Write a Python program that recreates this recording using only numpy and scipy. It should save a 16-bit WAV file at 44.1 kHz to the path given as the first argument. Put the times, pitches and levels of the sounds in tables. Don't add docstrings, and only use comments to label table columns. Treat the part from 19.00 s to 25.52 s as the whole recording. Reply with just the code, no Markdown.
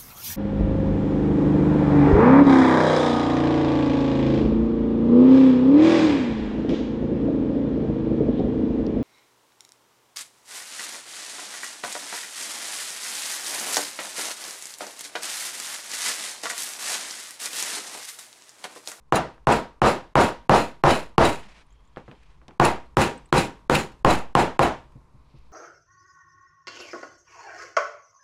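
import sys
import numpy as np
from scipy import signal
from scipy.fft import rfft, irfft, next_fast_len
from scipy.io import wavfile
from scipy.ndimage import map_coordinates

SR = 44100
rng = np.random.default_rng(int(sys.argv[2]) if len(sys.argv) > 2 else 0)


def dump(signal):
    limited = np.clip(np.atleast_2d(signal).T, -1, 1)
    pcm = np.round(limited * 32767).astype(np.int16)
    wavfile.write(sys.argv[1], SR, pcm)


def magnitude_from_level(level_db):
    exponent = np.asarray(level_db, float) / 20
    return 10 ** exponent


N = 287531


def unit(x):
    return x / np.sqrt(np.mean(x ** 2) + 1e-20)


def along(points, hz):
    f, v = np.transpose(points)
    return np.interp(np.log(hz + 1), np.log(f + 1), v)


def filtered(x, response):
    m = next_fast_len(len(x) + 8192)
    return irfft(rfft(x, m) * response(np.fft.rfftfreq(m, 1 / SR)), m)[:len(x)]


def shaped(x, spectrum):
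    return filtered(x, lambda hz: magnitude_from_level(along(spectrum, hz)))


def resonances(peaks):
    def response(f):
        total = 0
        for k, (centre, width, db) in enumerate(peaks):
            damping = 1j * f * width
            total = total + (-1) ** k * magnitude_from_level(db) * damping / (centre ** 2 - f ** 2 + damping)
        return total
    return response


def noise(n, spectrum):
    return unit(shaped(rng.standard_normal(n), spectrum))


def wobble(rate_hz):
    knots = rng.standard_normal(int(N * rate_hz / SR) + 4)
    return map_coordinates(knots, [np.arange(N) * rate_hz / SR])


def add(out, s, x):
    i = round(s * SR)
    out[i:i + len(x)] += x[:len(out) - i]


def held(strokes):
    t = np.arange(N) / SR
    gain = np.zeros(N)
    for start, end, db, rise, fall in strokes:
        outside = np.maximum((start - t) / rise, (t - end) / fall)
        gain += magnitude_from_level(db - 20 * np.maximum(0, outside))
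    return gain


# f/Hz, t60/s
ROOM_DECAY = [(60, 0.16), (160, 0.32), (420, 0.27), (1100, 0.27), (2900, 0.33), (6000, 0.3), (9500, 0.28),
              (12500, 0.23), (16000, .1)]


def dying(x, stretch=1):
    hz, t, z = signal.stft(x, SR, nperseg=256)
    t60 = stretch * along(ROOM_DECAY, hz)[:, None]
    return signal.istft(z * magnitude_from_level(-60 * t / t60), SR, nperseg=256)[1][:len(x)]


# f/Hz, level/dB
HUM = [(12, -39), (20, -8), (60, -2.5), (88, -24.5), (127, -11.5), (182, -23), (399, -29.5), (434, -27.5),
       (472, -30), (1000, -37.5), (2530, -44.5), (3160, -50), (3630, -47), (7110, -53), (16000, -61)]
FAN_HZ, FAN_WIDTH_HZ, FAN_OVER_FLOOR_DB = 1000, 340, 1
FAN_DB, RUMBLE_DB = -66, -60.5
FAN_CLIMB_DB_PER_S, RUMBLE_CLIMB_DB_PER_S = 0.62, 1
STIR_DB, STIR_FLIGHT_POWER, STIR_T60_S = -51, 0.83, 0.99


def workshop():
    t = np.arange(N) / SR
    stir = np.zeros(N)
    for s, _, _, flight, _ in DOWEL + DIRECT + RIM:
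        decay = magnitude_from_level(STIR_DB - 60 * np.abs(t - s) / STIR_T60_S) * (t > s)
        stir += decay * (flight * 20) ** STIR_FLIGHT_POWER
    steady = noise(N, HUM)
    below = lambda hz: 1 / (1 + (hz / 250) ** 4)
    low = unit(filtered(steady, below))
    high = unit(filtered(steady, lambda hz: (1 - below(hz)) / (1 + (hz / 13000) ** 12)))
    blades = resonances([(FAN_HZ, FAN_WIDTH_HZ, 0)])
    whirr = unit(filtered(rng.standard_normal(N), lambda hz: blades(hz) ** 2))
    high = high + magnitude_from_level(FAN_OVER_FLOOR_DB) * whirr
    fan = magnitude_from_level(FAN_DB + FAN_CLIMB_DB_PER_S * t) + stir
    rumble = magnitude_from_level(RUMBLE_DB + RUMBLE_CLIMB_DB_PER_S * t) + stir
    return fan * magnitude_from_level(-7 + wobble(17.0)) * high + rumble * magnitude_from_level(1.1 * wobble(36)) * low


DOWEL_JOLT_DB, DIRECT_JOLT_DB, RIM_JOLT_DB = -43.5, -29, -43
JOLT_FLIGHT_POWER = 5.3


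def air_push():
    out, t = .0008 * wobble(7.6) - .0012, np.arange(SR) / SR
    jolt = 3 * (1.4 * np.exp(-t / .085) - 3 * np.exp(-t / .03) + 1.6 * np.exp(-t / .006))
    for blows, jolt_db in ((DOWEL, DOWEL_JOLT_DB), (DIRECT, DIRECT_JOLT_DB), (RIM, RIM_JOLT_DB)):
        for s, _, _, flight, _ in blows:
            add(out, s, magnitude_from_level(jolt_db) * (flight * 20) ** JOLT_FLIGHT_POWER * jolt)
    return out


# t/s, peak/dB, f/Hz
CLINKS = [(2.665, -66, 9300), (2.704, -61, 6650), (2.725, -58, 7300), (2.804, -66, 2120),
          (2.850, -66, 7000), (2.874, -63, 7240), (3.231, -58, 2500), (4.176, -48, 8300),
          (4.257, -53, 8140), (5.92, -62, 2400), (6.385, -60, 2150)]
CLINK_T60_S, CLINK_WIDTH_OVER_PITCH, CLINK_EDGE_DB = .03, .12, -4
# start/s, end/s, level/dB, rise/s, fall/s
RUSTLE = [(6.3, 6.42, -71.5, 0.2, .2)]
# f/Hz, width/Hz, level/dB
RUSTLE_PEAKS = [(2380, 560, -2), (4230, 1300, -5), (5520, 1300, -10)]


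def clinks():
    out, t = np.zeros(N), np.arange(SR // 16) / SR
    for s, db, hz in CLINKS:
        ring = resonances([(hz, CLINK_WIDTH_OVER_PITCH * hz, 0)])
        body = lambda f: ring(f) ** 2 + magnitude_from_level(CLINK_EDGE_DB) * magnitude_from_level(along(RATTLE, f))
        blip = unit(filtered(rng.standard_normal(len(t)), body))
        add(out, s, magnitude_from_level(db - 60 * t / CLINK_T60_S) * (1 - np.exp(-t / .001)) * blip)
    rustle = unit(filtered(rng.standard_normal(N), resonances(RUSTLE_PEAKS)))
    return out + held(RUSTLE) * rustle * magnitude_from_level(1.8 * wobble(60))


# t/s, peak/dB, f/Hz, thud/dB
TICKS = [
    (0.38, -50, 1090, -64),
    (2.962, -42, 3200, -48),
    (2.971, -33, 900, -36.5),
    (2.98, -55, 3900, -72),
    (3.08, -49, 900, -44),
    (3.114, -38, 2550, -44.5),
    (3.416, -52, 1400, -56),
    (3.482, -41, 7100, -45),
    (3.509, -48, 1800, -52),
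]
# f/Hz, level/dB per Hz
THUD = [(24, -31), (40, -11.5), (193, -1), (527, -5), (668, -9.5), (809, -5.5), (1300, -15), (3230, -29),
        (12000, -56.5), (15600, -83.5), (22000, -120)]
# t/s, peak/dB, f/Hz
PALMS = [
    (2.453, -44, 200),
    (3.08, -35, 129),
    (3.431, -52, 149),
    (5.953, -33.5, 126),
    (6.141, -40.5, 115.6),
    (6.192, -52, 91),
    (6.339, -37, 134.5),
]
# start/s, end/s, level/dB, rise/s, fall/s
DRAG = [
    (2.3, 2.622, -56, .05, 0.014),
    (3, 3.33, -71, .08, .05),
    (3.49, 3.52, -67.5, 0.006, .09),
    (2, 3.47, -75, 0.087, .03),
]
# f/Hz, level/dB
SCRAPE = [(100, -8.5), (220, 4), (400, -3), (700, -0.5), (1200, -2), (2400, 0.5), (4300, -8), (6500, -14),
          (10000, -23.5), (15000, -57)]
# start/s, end/s, level/dB, rise/s, fall/s
JINGLE = [
    (2.71, 2.74, -75, .02, .1),
    (2.74, 3.18, -80, .02, .05),
]
# f/Hz, width/Hz, level/dB
JINGLE_MODES = [(3230, 110, 0), (7100, 400, -22)]
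TICK_T60_S = 0.0098


def handling():
    out, t = np.zeros(N), np.arange(SR // 4) / SR
    soft_start = 1 - np.exp(-(t / 0.00006) ** 2)
    for s, db, hz, thud_db in TICKS:
        top_hz = 1.1 * hz + 1450
        click = noise(len(t), [(300, -20), (top_hz / 4 + 300, 0), (top_hz + 300, -3), (0.64 * top_hz + 400, -40)])
        u = t * top_hz / .45
        snap = 3 * (1 - u / 2) * np.exp(-(u - 2) ** 2 / 2) * u
        ring = magnitude_from_level(-60 * t / TICK_T60_S) * np.sin(2 * np.pi * hz * t)
        tick = snap + .5 * magnitude_from_level(-60 * t / 0.02) * click + 0.17 * ring
        thud = dying(noise(len(t), THUD), stretch=0.68)
        add(out, s, soft_start * (magnitude_from_level(db - 1.5) * tick + magnitude_from_level(thud_db) * thud))
    for s, db, hz in PALMS:
        skin = noise(len(t), [(60, -22), (220, 10), (600, -7), (2000, -58)])
        pat = np.sin(2 * np.pi * hz * t) + 0.3 * skin
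        add(out, s, magnitude_from_level(db + 10.0 - 60 * t / 0.077) * pat * (1 - np.exp(-t / 0.021)))
    jingle = unit(filtered(rng.standard_normal(N), resonances(JINGLE_MODES))) * magnitude_from_level(2 * wobble(45))
    scrape = magnitude_from_level(2 * wobble(90)) * noise(N, SCRAPE)
    return out + held(DRAG) * scrape + held(JINGLE) * jingle


# f/Hz, width/Hz, level/dB
TOOLS = [(2547, 180, 3), (2974, 20, 6), (4034, 120, 0), (5570, 270, -7.5), (7070, 470, -11),
         (8300, 210, -9.5), (9750, 68, -7)]
# f/Hz, level/dB per Hz
RATTLE = [(1000, -21), (2000, -0.5), (4000, -10), (6000, -14.5), (7500, -14), (10000, -15.5),
          (12000, -24.5), (16000, -30)]
# share of flight/1, peak/dB
LIGHT_TOOLS = [
    (0.332, -36.5),
    (.57, -31),
    (.8, -27.5),
]
# t/s, peak/dB
STRAYS = [
    (0.0812, -76),
    (0.3434, -64),
    (3.8576, -63),
    (4.2883, -62),
    (4.9184, -50.5),
    (4.9926, -64),
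]
LAND_T60_S, LIGHT_T60_S, LAND_SCATTER, LIGHT_SCATTER_DB = .06, .05, .05, 3


def woken_tools(detune, spread_db):
    return [(hz * (1 + rng.normal(0, detune)), width, db + rng.normal(0, spread_db))
            for hz, width, db in TOOLS]


def landings():
    out, t = np.zeros(N), np.arange(SR // 8) / SR
    falls = [(s, db, LIGHT_T60_S) for s, db in STRAYS]
    for s, _, _, flight, land_db in DOWEL + DIRECT + RIM:
        for share, db in LIGHT_TOOLS:
            land_s = s + flight * (share + rng.normal(0, LAND_SCATTER))
            falls.append((land_s, db + rng.normal(0, LIGHT_SCATTER_DB), LIGHT_T60_S))
        falls.append((s + flight, land_db, LAND_T60_S))
    for s, db, t60 in falls:
        jolt = rng.standard_normal(len(t)) * magnitude_from_level(-60 * t / t60) * (1 - np.exp(-t / 0.00033))
        ring = unit(filtered(jolt, resonances(woken_tools(0.033, 5))))
        clink = 2.2 * ring + unit(shaped(jolt, RATTLE))
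        add(out, s, magnitude_from_level(db + 3.5) * clink / np.abs(clink).max())
    return out


RATTLE_DB_PER_BOOM_DB, RATTLE_LAG_S = .6, .005


def tool_rattle(t, flight):
    clumps = magnitude_from_level(1.0 * map_coordinates(rng.standard_normal(60), [t * 110]))
    shower = clumps * (rng.random(len(t)) < .15) * rng.standard_normal(len(t))
    ring = unit(filtered(shower, resonances(woken_tools(0.022, 1.7))))
    u = t / (flight + RATTLE_LAG_S)
    return (0.74 * ring + unit(shaped(shower, RATTLE))) * (u * np.exp(1 - u)) ** 3.47


# f/Hz, level/dB, t60/s
BENCH = [(57, -10, .3), (95, -6, .15), (143, 4, .16), (231, -12, .2), (345, 0, .25), (427, -4, .15),
         (528, -6, .2), (591, -7, .2), (721, -7, .18), (808, -4, .24), (945, -4, .33), (1051, -4, .2),
         (1152, -8, .2), (1360, -11, .17), (1460, -13, .22)]


def bench_boom(t, echoes, colour, bright_db):
    ring = np.zeros(len(t))
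    for hz, db, t60 in BENCH:
        ring += magnitude_from_level(db + rng.normal(0, 2) - 60 * t / t60) * np.sin(2 * np.pi * hz * t)
    same = lambda hz: 0.75 / (1 + (hz / 1500) ** 2) / (1 + (250 / (hz + 1)) ** 4)
    edge = lambda hz: magnitude_from_level(bright_db / (1 + (3000 / (hz + 1)) ** 2))
    differing = lambda hz: edge(hz) * np.sqrt(np.abs(1 - same(hz) ** 2))
    fresh = filtered(dying(noise(len(t), colour)), differing)
    treble = filtered(fresh, lambda hz: 1 / (1 + (3500 / (hz + 1)) ** 4))
    fresh = fresh - 0.16 * treble * np.exp(-t / 0.042)
    onset = 1 - np.exp(-np.maximum(t - .0045, 0) / 0.0005)
    return (filtered(echoes, same) + fresh + magnitude_from_level(-11) * ring) * onset


PUSH_OVER_KNOCK, PUSH_HALF_WIDTH_S = .35, .00024


def mallet(blows, knock_peaks, colour, pattern, rattle_db, bright_db):
    out, t = np.zeros(N), np.arange(len(pattern)) / SR
    echoes = dying(unit(shaped(pattern, colour)))
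    contact = np.exp(-((t - .004) / .00016) ** 2)
    knock = filtered(contact, resonances(knock_peaks))
    push = np.exp(-((t - .0041) / PUSH_HALF_WIDTH_S) ** 2)
    knock = knock / np.abs(knock).max() + PUSH_OVER_KNOCK * push
    for s, db, boom_db, flight, _ in blows:
        chatter = magnitude_from_level(-23.0 - 60 * np.abs(t - .0036) / 0.0077) * noise(len(t), RATTLE) * (t > .0028)
        lead = magnitude_from_level(-39 - 60 * np.abs(t - .0034) / 0.016) * noise(len(t), THUD) * (t < .004)
        hit = magnitude_from_level(db + 20.5) * (knock + chatter + lead)
        boom = magnitude_from_level(boom_db) * bench_boom(t, echoes, colour, bright_db)
        rattle = magnitude_from_level(rattle_db + RATTLE_DB_PER_BOOM_DB * boom_db) * tool_rattle(t, flight)
        add(out, s - .0024, hit + boom + rattle)
    return out


# t/s, knock peak/dB, boom/dB, heaviest tool's flight/s, its landing/dB
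DOWEL = [
    (0.1227, -9.5, -6, 0.033, -17.5),
    (0.47, -5.5, -1, 0.051, -19.5),
    (0.817, -3, 1, 0.054, -20.5),
    (1.154, 0, 2.5, 0.057, -22.5),
    (1.494, 1, 2.5, 0.065, -22),
    (1.837, 0.5, 2.5, 0.069, -18),
    (2.18, 4.5, 2.5, 0.071, -17),
]
DIRECT = [
    (3.598, 0.92, 0.5, .05, -14.5),
    (5.047, 0.62, 0.5, 0.057, -18),
    (5.351, -0.43, -1, 0.043, -19),
    (5.592, -2.9, -2, .037, -17.5),
]
RIM = [
    (3.969, -2.5, -2.5, 0.045, -16),
    (4.326, -0.5, -2.5, 0.052, -15),
    (4.697, -3, -3.5, 0.053, -11.5),
]
# f/Hz, width/Hz, level/dB
DOWEL_KNOCK = [(830, 130, 0), (140, 50, -3), (1070, 130, -1), (1900, 200, -14), (420, 120, -4),
               (2780, 260, -2), (9700, 500, -34), (7300, 500, -24), (5200, 400, -14)]
DIRECT_KNOCK = [(834, 110, 0), (140, 50, -4), (1055, 110, 0), (1940, 230, -12), (416, 120, -7),
                (2870, 260, -3), (9000, 600, -40), (6720, 400, -33), (5130, 400, -22)]
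RIM_KNOCK = [(818, 1100, -9.5), (140, 20, 4.5), (1258, 810, 0.5), (2970, 400, -11), (370, 140, 1.5),
             (9000, 1100, -38.5), (2230, 350, -4), (6920, 1100, -41.5), (5000, 200, -12)]
# f/Hz, level/dB per Hz
DOWEL_BOOM = [(18, -42.5), (30, -2), (66, -2.5), (345, -1.5), (499, 2.5), (760, 1), (1070, -2),
              (1190, -3.5), (1960, -14.5), (2410, -21), (5040, -27.5), (9460, -40.5), (16000, -61)]
DIRECT_BOOM = [(18, -19), (30, -5), (64, -2), (134, -3.5), (473, -0.5), (801, 1.5), (866, 1.5), (937, -0.5),
               (2170, -15), (2540, -18.5), (4910, -26.5), (7090, -28.5), (16000, -51.5)]
RIM_BOOM = [(18, -32.5), (30, 0), (355, -0.5), (540, 0), (684, -8), (801, 1), (866, -4), (962, -5),
            (1590, -10.5), (2480, -20), (4780, -27.5), (7090, -29.5), (16000, -48)]


def scene():
    echoes = rng.standard_normal(SR // 2)
    blows = (mallet(DOWEL, DOWEL_KNOCK, DOWEL_BOOM, echoes, rattle_db=-33, bright_db=0.6)
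             + mallet(DIRECT, DIRECT_KNOCK, DIRECT_BOOM, echoes, rattle_db=-32.5, bright_db=-5.5)
             + mallet(RIM, RIM_KNOCK, RIM_BOOM, echoes, rattle_db=-28.0, bright_db=0.0))
    return (workshop() + clinks() + handling() + landings() + blows)[None]


def roll_off(x):
    return signal.sosfilt(signal.butter(12, 16780, fs=SR, output="sos"), x)


DUCK_DB, LOOK_AHEAD_S, DUCK_FALL_S, RECOVER_S = -17.5, 0.018, 0.0024, 0.03


def record(dry):
    t = np.arange(N) / SR
    gain_db = np.zeros(N)
    for s, _, boom_db, _, _ in DOWEL + DIRECT + RIM:
        lag = t - s
        fall = 1 - np.exp(-np.maximum(lag + LOOK_AHEAD_S, 0) / DUCK_FALL_S)
        recovery = np.exp(-np.maximum(lag, 0) / RECOVER_S)
        gain_db += (1 + 0.065 * (boom_db + 4)) * DUCK_DB * fall * recovery
    x = dry[0] * magnitude_from_level(gain_db) + air_push()
    x = x / (1 + np.abs(x / .76) ** 5) ** (1 / 5)
    x = filtered(x, lambda hz: 1 / (1 + (hz / 15800) ** 120))
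    return roll_off(x[None])


dry = scene()
out = record(dry)
dump(out)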